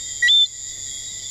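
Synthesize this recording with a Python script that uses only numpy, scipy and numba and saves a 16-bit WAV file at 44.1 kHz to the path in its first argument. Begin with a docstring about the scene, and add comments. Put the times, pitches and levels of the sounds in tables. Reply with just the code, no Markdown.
"""A forest at night. Four insects buzz with their wing strokes, and a chorus of tree frogs rings through
the leaves over a bed of distant insect din, air and faint hum. Up close, one tiny frog on a leaf gives
a two-note call with its vocal sac: a low pure note that breaks into a higher, swelling whistle.
A limiter holds the whistle down, so the background ducks and comes back. Late on, another insect
adds two faint, high rustles."""
import sys
import numpy as np
from scipy import signal
from scipy.fft import rfft, irfft
from scipy.io import wavfile
from scipy.ndimage import uniform_filter1d
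from numba import njit

SR = 44100
rng = np.random.default_rng(int(sys.argv[2]) if len(sys.argv) > 2 else 0)


def materialize(psi):
    """Save the field psi as 16-bit PCM at rate SR to the path in sys.argv[1].

    A 1-D psi becomes a single channel; in a 2-D psi each row is a channel.
    """
    bounded = np.clip(np.atleast_2d(psi).T, -1, 1)
    quanta = np.round(bounded * 32767).astype(np.int16)
    wavfile.write(sys.argv[1], SR, quanta)


N = 57330

# The four buzzing insects. Each row: strokes per second, wing ring in Hz, sweep to either side in Hz,
# sharpness of the stroke, strength of the return stroke.
INSECT_WINGS = [(137.2, 6976, 190, 1.8, .3), (134.4, 7272, 230, 1.6, .3), (135.2, 7250, 200, 1.4, .25),
                (137.5, 8479, 70, .3, .1)]
# Their fader moves. Each row: time in seconds, then a level in dB for each of the four.
INSECT_FADERS = [(0, -38.5, -35, -56, -65), (.12, -35, -33.5, -50, -71), (.27, -37.5, -41, -34.5, -68),
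                 (.4, -35.5, -40.5, -48, -61), (.6, -34.5, -37, -40, -59.5), (.69, -33.5, -37, -40.5, -70),
                 (.9, -35.5, -55, -34, -60), (1.1, -39, -52, -37.5, -65), (1.3, -36.5, -45, -38.5, -65)]
# Neighbouring frogs. Each row: start in seconds, length in seconds, pitch in Hz, level in dB.
NEIGHBOUR_NOTES = [(-.03, 0.36, 3193, -44.5), (-.03, 0.11, 3690, -35.5), (.03, 0.1, 2000, -44.5),
                   (.44, 0.14, 3345, -46.5), (.52, 0.085, 1975, -43), (.68, 0.26, 3520, -48),
                   (.74, 0.082, 1890, -50.5), (.86, 0.18, 3327, -38), (.89, 0.069, 2110, -51),
                   (.95, 0.2, 3790, -47), (1.03, 0.096, 3826, -40.5), (1.12, 0.071, 1990, -46.5),
                   (1.195, 0.02, 3230, -42), (1.225, 0.048, 3535, -35)]
# The far frog chorus. Each row: lowest and highest pitch in Hz, note length in seconds,
# notes per second, level in dB.
CHORUS_BANDS = [(1875, 2080, .045, 78, -53.5), (2014, 2230, 0.038, 56, -61), (3380, 3920, .11, 55, -47)]
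# Tone of the distant insect din. Each row: frequency in Hz, relative level in dB.
DIN_SPECTRUM = [(2900, -33.5), (3300, -4), (3700, -3), (4200, -16), (4480, -7), (4780, 0), (5050, -2.5),
                (5450, -15), (5800, -5.5), (6250, -18), (6700, -0.5), (7350, -5), (7900, -19), (9000, -39)]
# Tone of the night air and microphone hiss. Each row: frequency in Hz, relative level in dB.
AIR_SPECTRUM = [(20, 2.5), (45, 3.5), (130, -8.5), (350, -10.5), (700, -17), (1400, -25), (2600, -24),
                (8000, -22.5), (10800, -20), (13000, -25.5), (15500, -41)]
# The close frog's two notes. Each row: time in seconds, pitch in Hz, level in dB.
LOW_NOTE_CURVE = [(.2205, 1800, -44), (.2245, 1880, -22), (.2265, 1932, -13.5), (.231, 1933, -10.8),
                  (.255, 1934, -11), (.275, 1937, -11.8), (.281, 2000, -14.5), (.284, 2050, -28),
                  (.29, 1980, -29.5), (.297, 1975, -40), (.312, 1970, -56)]
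WHISTLE_CURVE = [(.282, 3000, -28), (.2845, 3140, -12), (.29, 3365, -12), (.297, 3478, -10.8),
                 (.302, 3500, -9.5), (.309, 3522, -8.7), (.318, 3538, -6.9), (.346, 3560, -6.2),
                 (.376, 3559, -5.3), (.425, 3526, -4.7), (.438, 3514, -6.2), (.443, 3552, -6.3),
                 (.451, 3525, -18), (.459, 3540, -21.5), (.467, 3530, -50)]
# Their overtones. Each row: harmonic number, level in dB against the fundamental at the note's peak.
LOW_NOTE_HARMONICS = [(2, -20.5), (3, -24), (5, -30)]
WHISTLE_HARMONICS = [(2, -55), (3, -45)]
# Squeaks where the voice breaks. Each row: centre in seconds, length in seconds, pitch in Hz,
# level in dB, roughness as phase wobble in radians.
VOICE_BREAKS = [(0.28, 0.017, 4000, -19, 0.4), (.281, 0.013, 2800, -28, 0.42), (.285, .014, 5150, -32, 1),
                (0.46, 0.025, 4140, -24.5, 0.055)]
# Another insect's rustling chirps. 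Each row: centre in seconds, length in seconds, level in dB.
RUSTLE_CHIRPS = [(.74, 0.091, -59.5), (0.961, 0.18, -50)]
# Their tone. Each row: frequency in Hz, relative level in dB.
RUSTLE_SPECTRUM = [(8000, -30), (8900, -1), (9400, 3), (10200, -7), (12000, -11), (14500, -35)]

INSECT_FLUTTER_DB, INSECT_WANDER_HZ, INSECT_RASP_RAD, STROKE_CLICK = 0.3, 3, 0.15, 0.24
FOREST_T60_S, INSECT_WET, FROG_WET = 0.35, 0.5, 0.73
SCOOP_SHARE, SCOOP_S = 0.044, 0.016  # the neighbours start flat and slide up to pitch
DIN_DB, AIR_DB, HUM_HZ, HUM_DB = -39.5, -49, 99.7, -52.5
SHIMMER, JITTER = 0.016, 0.00064  # the close frog's waver, as shares of level and pitch
LIMIT_DB, LIMIT_STEP_DB, LIMIT_HOLD_S, RELEASE_DB_PER_S = -9.5, 0.9, 0.16, 28
HIGH_CUT_HZ = 15650


def undb(db):
    """Decibels to gain."""
    return 10 ** (np.asarray(db) / 20)


def level(x, db):
    """Set the rms level."""
    return x * undb(db) / np.sqrt(np.mean(x ** 2) + 1e-18)


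def clock():
    """Time of every sample in seconds."""
    return np.arange(N) / SR


def turn(hz):
    """Phase in radians of a moving frequency."""
    return 2 * np.pi * np.cumsum(hz) / SR


def walk(rate):
    """Smooth random wobble with an rms of 1, changing course `rate` times a second."""
    span = max(int(SR / rate), 1)
    steps = rng.standard_normal(N)
    return level(uniform_filter1d(steps[np.arange(N) // span], span), 0)


def noise(spectrum, db):
    """Noise shaped by an EQ curve of (Hz, dB) points."""
    hz, gain_db = np.array(spectrum).T
    bins = np.maximum(np.fft.rfftfreq(N, 1 / SR), 1)
    eq = undb(np.interp(np.log(bins), np.log(hz), gain_db)) * (bins > hz[0] / 2)
    return level(irfft(rfft(rng.standard_normal(N)) * eq, N), db)


def arch(start, length):
    """Half a sine: a smooth fade in and out."""
    return np.sin(np.pi * np.clip((clock() - start) / length, 0, 1))


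def forest(x, wet):
    """A short reverb of reflections scattered by leaves and trunks."""
    tail = rng.standard_normal(N) * np.exp(-np.log(1000) * clock() / FOREST_T60_S)
    return x + wet * signal.fftconvolve(x, tail / np.sqrt(np.sum(tail ** 2)))[:N]


def buzzing_insects():
    """Each wing stroke swells and sweeps down through the wing's ring, then returns more softly."""
    times, *faders = np.array(INSECT_FADERS).T
    out = 0
    for (rate, hz, sweep_hz, sharpness, back), db in zip(INSECT_WINGS, faders):
        drift = 1 + INSECT_WANDER_HZ / hz * walk(5)
        stroke = turn(rate * drift) + rng.uniform(0, 2 * np.pi)
        swell = np.exp(sharpness * (np.cos(stroke) - 1)) + back * np.exp(-4 * (np.cos(stroke) + 1))
        click = STROKE_CLICK * np.exp(50 * (np.cos(stroke + 1) - 1))  # just ahead of the swell's peak
        ring = np.sin(turn(hz * drift - sweep_hz * np.sin(stroke)) + INSECT_RASP_RAD * walk(600))
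        gain = undb(np.interp(clock(), times, db) + INSECT_FLUTTER_DB * walk(45))
        out += level((swell + click) * ring, 0) * gain
    return forest(out, INSECT_WET)


def far_note(start, length, hz, scoop_hz=0):
    """A distant frog's pure note, sliding up from `scoop_hz` below its pitch."""
    age = np.maximum(clock() - start, 0)
    return arch(start, length) * np.sin(turn(hz - scoop_hz * np.exp(-age / SCOOP_S)))


def frog_chorus():
    """A few neighbours stand out from a far crowd of low notes and whistles."""
    out = sum(undb(db) * far_note(start, length, hz, SCOOP_SHARE * hz)
              for start, length, hz, db in NEIGHBOUR_NOTES)
    for low_hz, high_hz, length, rate, db in CHORUS_BANDS:
        crowd = 0
        for slot, (lag, pitch, strength) in enumerate(rng.random((128, 3))):
            start = (slot + lag) / rate - length
            if start < N / SR:
                crowd += (0.5 + strength) * far_note(start, length, low_hz + pitch * (high_hz - low_hz))
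        out += level(crowd, db)
    return forest(out, FROG_WET)


def insect_din():
    """Distant insects blur into bright bands of noise whose level wavers and flickers."""
    return noise(DIN_SPECTRUM, DIN_DB) * undb(walk(15) + 0.85 * walk(250))


def night_air():
    """A bed of moving air, microphone hiss and a faint low hum."""
    hum = level(np.sin(2 * np.pi * HUM_HZ * clock()), HUM_DB)
    return noise(AIR_SPECTRUM, AIR_DB) + hum


def vocal_sac_note(curve, harmonics):
    """One nearly pure note of the vocal sac; its weak overtones fade when it softens."""
    times, hz, db = np.array(curve).T
    t = clock()
    phase = turn(np.interp(t, times, hz) * (1 + JITTER * walk(350)))
    gate = (t > times[0]) * (t < times[-1])
    envelope = undb(np.interp(t, times, db)) * gate * (1 + SHIMMER * walk(250))
    overtones = sum(undb(harmonic_db) * np.sin(k * phase) for k, harmonic_db in harmonics)
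    brightness = (envelope / envelope.max()) ** 2
    return envelope * (np.sin(phase) + brightness * overtones)


def close_frog():
    """The low note, the whistle, and brief squeaks as the voice jumps and stops."""
    out = vocal_sac_note(LOW_NOTE_CURVE, LOW_NOTE_HARMONICS)
    out += vocal_sac_note(WHISTLE_CURVE, WHISTLE_HARMONICS)
    for centre, length, hz, db, roughness in VOICE_BREAKS:
        squeak = np.sin(2 * np.pi * hz * clock() + roughness * walk(1200))
        out += undb(db) * arch(centre - length / 2, length) ** 2 * squeak
    return out


def rustling_insect():
    """Faint chirps, each a soft swell of very high noise."""
    envelope = sum(undb(db) * arch(centre - length / 2, length) for centre, length, db in RUSTLE_CHIRPS)
    return noise(RUSTLE_SPECTRUM, 0) * envelope


def scene():
    """A mono mix: the close frog dry and up front, the night forest behind it."""
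    mix = close_frog() + buzzing_insects() + frog_chorus() + insect_din() + rustling_insect() + night_air()
    return mix[None]


@njit
def limiter_cut(over_db, step_db, hold_samples, release_db_per_sample):
    """Gain reduction in dB: one small step at each overload, a hold, then a steady release."""
    out = np.zeros(len(over_db))
    cut_db, wait = 0., 0.
    for i in range(len(over_db)):
        wait -= 1
        if over_db[i] > cut_db:
            cut_db += step_db
            wait = hold_samples
        elif wait < 0:
            cut_db = max(cut_db - release_db_per_sample, 0.)
        out[i] = cut_db
    return out


def record(dry):
    """A limiter ducks the whole mix in faintly ticking steps; a steep high cut follows."""
    envelope = uniform_filter1d(np.abs(signal.hilbert(dry[0])), size=64)
    over_db = 20 * np.log10(envelope + 1e-9) - LIMIT_DB
    cut_db = limiter_cut(over_db, LIMIT_STEP_DB, LIMIT_HOLD_S * SR, RELEASE_DB_PER_S / SR)
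    high_cut = signal.ellip(10, 0.2, 80, HIGH_CUT_HZ, fs=SR, output="sos")
    return signal.sosfilt(high_cut, dry * undb(-cut_db))


dry = scene()
out = record(dry)
materialize(out)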